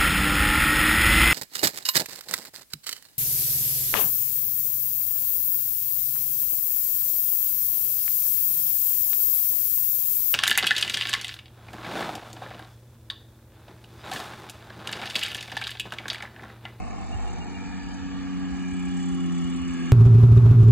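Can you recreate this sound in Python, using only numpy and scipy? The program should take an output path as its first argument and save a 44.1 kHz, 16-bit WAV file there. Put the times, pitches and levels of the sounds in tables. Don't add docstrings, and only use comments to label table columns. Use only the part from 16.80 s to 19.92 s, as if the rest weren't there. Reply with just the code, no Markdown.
import sys
import numpy as np
from scipy import signal
from scipy.fft import rfft, irfft, next_fast_len
from scipy.io import wavfile
from scipy.ndimage import uniform_filter1d, map_coordinates

SR = 44100
rng = np.random.default_rng(int(sys.argv[2]) if len(sys.argv) > 2 else 0)


def waveform_to_disk(signal):
    frames = np.transpose(np.atleast_2d(signal))
    scaled = np.clip(frames, -1, 1) * 32767
    samples = np.round(scaled).astype(np.int16)
    wavfile.write(sys.argv[1], SR, samples)


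def magnitude_from_level(level_db):
    exponent = np.asarray(level_db, float) / 20
    return 10 ** exponent


N = 137592


def unit(x):
    return x / np.sqrt(np.mean(x ** 2) + 1e-20)


def along(points, hz):
    f, v = np.transpose(points)
    return np.interp(np.log(hz + 1), np.log(f + 1), v)


def curves(rows):
    times, *columns = np.transpose(rows)
    return [np.interp(np.arange(N) / SR, times, column) for column in columns]


def wobble(rate):
    knots = rng.standard_normal(int(N * 60 / SR) + 4)
    return map_coordinates(knots, [np.arange(N) * min(rate, 60) / SR])


def smoothed(x, *sizes_and_axes):
    for size, axis in sizes_and_axes:
        x = uniform_filter1d(x, size=size, axis=axis)
    return x


def filtered(x, response):
    m = next_fast_len(N + SR // 2)
    return irfft(rfft(x, m) * response(np.fft.rfftfreq(m, 1 / SR)), m)[..., :N]


def coloured(x, spectrum):
    return unit(filtered(x, lambda hz: magnitude_from_level(along(spectrum, hz))))


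def beam(t, centre, length):
    return np.exp(-(2 * (t - centre) / length) ** 2)


def patchy(patchy_db):
    z = signal.stft(rng.standard_normal((2, N)), nperseg=512)[2]
    field = smoothed(rng.standard_normal(z.shape[1:]), (5, 0), (12, 1))
    return signal.istft(z * magnitude_from_level(patchy_db * unit(field)), nperseg=512)[1][:, :N]


def exhaust(turns, exhaust_db):
    # multiple of firing rate, level/dB, share of the level swing it follows
    orders = [(.5, -21, -0.99), (1, -6.5, -0.081), (1.5, -26.5, -0.74), (2, 4.5, 1.22), (2.5, -33, 1.2),
              (3, 1.5, 1.146), (3.5, -20, 2.8), (4, -12, 1.78), (5, -40.5, -0.78), (6, -41.5, 0.77),
              (8, -32.5, 0.59), (9, -34.5, -0.31)]
    # t/s, level/dB an order among the low orders
    pipe_tilt = [(0, 0.077), (.6, 0.33), (1, 1.4), (1.5, 1.5), (1.9, 0.48), (2.3, 0), (2.7, .5),
                 (3.12, 0.96)]
    tilt_db = curves(pipe_tilt)[0]
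    swing_db = exhaust_db - exhaust_db.max()
    top_db = exhaust_db.max() - 1.5
    tone = np.zeros(N)
    for k, db, share in orders:
        level_db = top_db + db + share * swing_db + tilt_db * np.clip(k - 2.5, -1, 1)
        level_db = level_db + 1.07 * wobble(4.705)
        wave = np.sin(2 * np.pi * (k * turns + rng.random()))
        fuzz = magnitude_from_level(-21.5) * wobble(40) * np.cos(2 * np.pi * k * turns)
        tone += magnitude_from_level(level_db) * np.sqrt(2) * (wave + fuzz)
    return tone


def passing_orders(turns):
    # multiple of firing rate, level/dB, t/s, length/s
    lobes = [(3, -51, 0.067, 0.56), (1.76, -48, .65, 1), (2, -46, .6, 1), (3.85, -58, 0.57, 0.87),
             (1, -52, 1.45, .7), (5, -57, 1.3, 0.81), (3.5, -60.5, 2.3, .4), (18, -54.5, 1.2, .4),
             (19, -61, 1.2, 0.11), (18, -61, 1.8, 0.73), (12.5, -61, 1.5, .5), (9, -56.5, 2.15, 0.91),
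             (15, -59.5, 2.5, 0.43), (13, -59.5, 2.7, 0.94), (19, -52, 3.0, 0.24), (7.6, -56, .7, 0.44),
             (8.55, -56, .5, .5)]
    t = np.arange(N) / SR
    tone = np.zeros(N)
    for k, db, centre, length in lobes:
        wave = np.sin(2 * np.pi * k * turns + 0.37 * wobble(20))
        tone += magnitude_from_level(db + 2.0 * wobble(12)) * beam(t, centre, length) * np.sqrt(2) * wave
    return tone


def firing_pulses(turns):
    fired = np.flatnonzero(np.diff(np.floor(turns + 0.03 * wobble(45))) > 0)
    pulses = np.bincount(fired, magnitude_from_level(0.59 * rng.standard_normal(N)[fired]), N)
    return unit(pulses - pulses.mean()) * [[1], [0]]


def roar(gated, pulses, roar_db):
    # f/Hz, level/dB
    roar_spectrum = [(120, -3.5), (300, 2.5), (600, -9), (1200, -6.5), (2700, -9), (3300, -15),
                     (5800, -17.5), (9000, -28), (10500, -56)]
    return magnitude_from_level(roar_db + 2.5) * coloured(gated + magnitude_from_level(-14.5) * pulses, roar_spectrum)


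def cowling(gated, pulses, roar_db):
    # f/Hz, width/Hz, level over the roar/dB, t/s,
    # length/s
    modes = [(1454, 150, -10, 0.14, 1.3), (906, 130, -9, 1.05, 0.58), (3397, 230, -11.5, 2.45, 2.14),
             (755, 340, -13.5, 0.35, 1.8), (906, 280, -6.5, 0.65, 0.33), (4810, 450, -14, 1.06, 0.15),
             (2404, 250, -9.5, 0.79, 0.48), (1685, 190, -8, 1.114, 0.7), (1654, 140, -5.5, 1.89, 0.62),
             (1156, 130, -8.5, 1.5, 0.52), (2400, 330, -7.5, 1.95, 0.44), (1113, 130, -10, 2.68, 1.2),
             (2910, 370, -7.5, 2.45, 1.65), (1666, 100, -12, 3.03, 0.24), (2456, 720, -14, 2.92, 0.52)]
    t = np.arange(N) / SR
    drive = gated + magnitude_from_level(-1.5) * pulses
    ringing = 0
    for hz, width, db, centre, length in modes:
        mode = filtered(drive, lambda f: (1j * f * width / (hz * hz - f * f + 1j * f * width)) ** 2)
        ringing = ringing + magnitude_from_level(roar_db + db) * beam(t, centre, length) * unit(mode)
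    return ringing


def intake():
    # f/Hz, level/dB
    intake_spectrum = [(300, -44.5), (550, -11), (750, -6), (920, -15), (1020, -3), (1400, -41),
                       (2500, -120)]
    fade_db = -6 * np.arange(N) / SR
    return magnitude_from_level(-44 + fade_db + 1.3 * wobble(10)) * coloured(patchy(patchy_db=2.0), intake_spectrum)


def propeller(turns, swish_db):
    # f/Hz, level/dB
    hiss_spectrum = [(3000, -22), (5000, -22), (6500, -8.5), (7800, -8.5), (8600, -6.5), (9400, -19.5),
                     (10500, -50.5)]
    gear = 2.6
    rise, fall = 0.17, 0.29
    phase = (turns / gear + 0.13 + 0.04 * wobble(25)) % 1
    chop = np.exp(-phase / fall) - np.exp(-phase / rise)
    chop = chop / chop.max()
    depth_db = 10 + 0.5 * np.arange(N) / SR
    chop_db = depth_db * (1 + 0.058 * wobble(48)) * (chop - chop.mean())
    uneven_db = 2 * chop * np.cos(np.pi * turns / gear)
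    return magnitude_from_level(swish_db - 1 + chop_db + uneven_db) * coloured(patchy(patchy_db=3.5), hiss_spectrum)


def plane():
    # t/s, firing rate f/Hz, exhaust level/dB, roar level/dB, propeller swish level/dB
    flight = [(0, 99.2, -51, -48.5, -62.5), (.25, 98.37, -47, -48, -59.5), (.45, 96.83, -55.5, -46.5, -57),
              (.65, 93.63, -46, -47, -60), (.82, 93.18, -41, -46, -62), (1.15, 92.8, -39, -46, -61.5),
              (1.45, 91.51, -36, -46, -66.5), (1.58, 91.87, -34.5, -47, -61.5),
              (1.78, 90.9, -35, -45.5, -59), (1.95, 90.64, -33.5, -47, -55.5),
              (2.25, 89.04, -33.5, -46.5, -50), (2.45, 88.43, -31.5, -47, -53.5),
              (2.62, 86.92, -32, -46, -52), (2.85, 87.3, -33.5, -44.5, -54.5),
              (3.12, 85.27, -32, -42.5, -55)]
    rate, exhaust_db, roar_db, swish_db = curves(flight)
    turns = np.cumsum(rate) / SR
    tone = exhaust(turns, exhaust_db) + passing_orders(turns)
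    gated = unit(patchy(patchy_db=1.0) * (1 + 0.17 * np.cos(2 * np.pi * turns)))
    pulses = firing_pulses(turns)
    noise = roar(gated, pulses, roar_db) + cowling(gated, pulses, roar_db)
    return tone * [[1], [0]] + noise + intake() + propeller(turns, swish_db)


def water(x):
    # t/s, extra path/ms, reflected share
    reflection = [(0, 2.07, 1), (1.1, 1.92, 0.24), (2.2, 1.957, 0.4), (3.12, 1.994, 0.44)]
    delay_ms, share = curves(reflection)
    high = filtered(x, lambda hz: 1 / (1 + (650 / (hz + 1)) ** 6) / (1 + (hz / 2950) ** 4))
    arrival = np.arange(N) - delay_ms * SR / 1000
    late = np.array([map_coordinates(c, [arrival], mode="nearest") for c in high])
    return x - np.clip(share, 0, 1) * late


def bird():
    # t/s, peak level/dB
    peeps = [
        (0.3176, -43),
        (0.472, -46.5),
        (0.601, -44.5),
        (0.738, -45),
    ]
    t, half = np.arange(N) / SR, 0.019
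    shape = sum(magnitude_from_level(db) * np.exp(-((t - start - half) / half) ** 4) for start, db in peeps)
    return shape * np.sin(2 * np.pi * 2790 * t + 2 * wobble(50))


def transformer():
    # f/Hz, rms level/dB
    hum_lines = [(120, -64), (240, -47.5), (480, -61)]
    t = np.arange(N) / SR
    return sum(magnitude_from_level(db + 0.19 * wobble(7.7)) * np.sqrt(2) * np.sin(2 * np.pi * (hz * t + rng.random()))
               for hz, db in hum_lines)


def distant():
    # f/Hz, level/dB
    far_spectrum = [(25, -30.5), (45, -13.5), (110, -0.5), (170, 20), (260, 5), (400, -50), (800, -120)]
    return magnitude_from_level(-43 + wobble(2.2)) * coloured(rng.standard_normal(N), far_spectrum)


def breeze():
    # t/s, level/dB, f/Hz, half length/s
    puffs = [(0, -56, 45, .016), (0.358, -33, 79, 0.0097), (0.467, -44.5, 50, 0.012),
             (0.599, -44, 70, 0.017), (.78, -44.5, 85, .016), (0.899, -45, 45, .02),
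             (1.052, -44, 49.4, .03), (1.229, -44, 84.95, 0.022), (1.733, -40, 62, .02),
             (1.932, -36.5, 71.6, 0.01), (2.08, -47.5, 75.4, 0.025), (2.327, -44.5, 54, .014),
             (2.653, -39, 68.6, 0.012), (2.819, -43.5, 78.3, 0.022), (2.919, -44.5, 79.5, 0.014)]
    # f/Hz, level/dB
    rumble_spectrum = [(15, -41.5), (30, -13), (50, 1), (90, 0), (140, -9), (300, -52), (600, -120)]
    t = np.arange(N) / SR
    level = magnitude_from_level(-52.5 + 2.5 * wobble(8.34))
    common, other = coloured(rng.standard_normal((2, N)), rumble_spectrum) * level
    for centre, db, hz, half in puffs:
        swell = np.exp(-((t - centre) / half) ** 2)
        common = common + magnitude_from_level(db + 2.0) * swell * np.cos(2 * np.pi * hz * (t - centre))
    return np.array([common + 0.25 * other, 1.79 * common - 0.22 * other])


def cancelled(x):
    # f/Hz, width/Hz, depth/dB (sign ignored), t/s, length/s
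    fades = [(423, 115, 9.5, 1.55, 1.35), (423, 69, 12, 2.6, 1.2), (326, 31, 15.5, 1.2, 0.83),
             (130, 40, 2, 0.98, 0.39), (530, 140, 3, 1, 0.3), (567, 150, -3, 2, 0.39),
             (1018, 120, 14, 0.98, 0.83), (2054, 160, 14, 1.2, .35), (2130, 220, 3.5, 0.44, 0.52),
             (1600, 120, 10.5, .15, 0.51), (1497, 140, 10, 2.1, 0.67), (1498, 73, 10.5, 2.8, .7),
             (1910, 79, 6.5, 3, 0.27), (3260, 140, -3, 0.98, .6), (3340, 690, 10, 0.055, 0.22),
             (3200, 340, 7, 0.25, 0.17), (3360, 250, 8, 1.8, 0.23), (2690, 68, 7, 0.91, 0.28)]
    hz, t, z = signal.stft(x, SR, nperseg=2048)
    loss_db = 0
    for f, width, db, centre, length in fades:
        offset = (2 * (hz[:, None] - f) / width) ** 4 + (2 * (t - centre) / length) ** 4
        loss_db = loss_db + abs(db) * np.exp(-offset)
    return signal.istft(z * magnitude_from_level(-loss_db), SR, nperseg=2048)[1][:, :N]


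def ports(x):
    # f/Hz, phase/rad
    port_lead = [(20, -3.6), (130, -3), (260, -1.05), (350, -.2), (425, .05), (480, 1.3), (570, 3.1),
                 (750, 5.2), (920, 6), (990, 8.1), (1300, 6.3), (1480, 5.7), (1600, 6.6), (2050, 6.25),
                 (2280, 6.7), (2450, 6.3), (2590, 6), (2660, 9.2), (3050, 6.5), (3200, 3.3), (3350, 2.7),
                 (3600, .8), (3750, -3.1), (4500, -5.5), (4900, -3.4), (5700, -3.0), (6300, -2.2),
                 (7250, -.05), (7700, -.8), (8350, -np.pi)]
    # f/Hz, correlation
    coherence = [(100, 0.92), (400, 0.97), (1400, 0.69), (2100, 0.89), (3300, 0.82), (4200, 0.097),
                 (5000, 0.75), (5700, 0.69), (6400, 0.2), (7300, 0.91), (8350, 0.73)]
    f, lead = np.transpose(port_lead)

    def mixing(hz):
        angle = np.arccos(np.clip(along(coherence, hz), 0, 1)) / 2
        return np.array([np.cos(angle), np.sin(angle)])

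    direct, scattered = filtered(x, mixing)
    pair = np.array([direct + scattered, direct - scattered])
    return filtered(pair, lambda hz: np.exp(.5j * np.interp(hz, f, lead) * np.array([[1], [-1]])))


def scene():
    shore = distant() + transformer() + bird()
    return ports(cancelled(water(plane()) + shore * [[1], [0]])) + breeze()


def thinned(x):
    # t/s, level/dB on the limits
    limit_drift = [(0, -1.5), (.7, 1.5), (.85, -0.5), (1.3, 2), (1.9, 1), (2.2, -1.5), (2.7, 2),
                   (3.12, 3.5)]
    # mid 0 or side 1, f/Hz, width/Hz, t/s, length/s
    silenced = [
        (0, 5650, 1000, 1, .36),
        (0, 5350, 600, .62, .3),
        (0, 5300, 600, 2.7, .14),
        (0, 5400, 400, 2.35, .4),
        (1, 7650, 650, 1.3, .85),
    ]
    hz, t, z = signal.stft(np.array([x[0] + x[1], x[0] - x[1]]) / 2, SR, nperseg=1024)
    column = hz[:, None]
    power = smoothed(abs(z) ** 2, (5, 1), (4, 2))
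    drift = magnitude_from_level(2 * 2 * unit(smoothed(rng.standard_normal(z.shape), (10, 1), (10, 2))))
    drift *= magnitude_from_level(2 * np.interp(t, *np.transpose(limit_drift)))
    around = smoothed(power, (31, 1))
    keep = power > magnitude_from_level(2 * -8) * drift * power[::-1]
    keep &= power > magnitude_from_level(2 * -100) * drift
    keep &= power > magnitude_from_level(2 * -7.5) * drift * around
    keep |= column < 2500
    line = smoothed(abs(z) ** 2, (5, 2))
    keep &= (line > magnitude_from_level(2 * -3) * power) | (column < 2600)
    blocks = rng.standard_normal((len(hz) // 6 + 1, len(t) // 3 + 1))
    luck = np.kron(blocks, np.ones((6, 3)))[:len(hz), :len(t)]
    for ch, f, width, centre, length in silenced:
        patch = np.outer(abs(hz - f) < width / 2, abs(t - centre) < length / 2)
        keep[ch] &= ~patch | (luck > 1)
    edge_hz = 8400
    keep[1] &= (column < edge_hz + 900) | (luck > 1)
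    top = column > edge_hz
    stray = (luck > 2.2 - keep[0]) & (column < 11400)
    keep[0] = np.where(top, stray, keep[0])
    z[0] += top * magnitude_from_level(-93) * np.exp(2j * np.pi * rng.random(luck.shape))
    mid, side = signal.istft(z * keep, SR, nperseg=1024)[1][:, :N]
    return np.array([mid + side, mid - side])


def top_cut(x):
    return signal.sosfilt(signal.butter(12, 11200, fs=SR, output="sos"), x)


def record(dry):
    return top_cut(thinned(dry))


dry = scene()
out = record(dry)
waveform_to_disk(out)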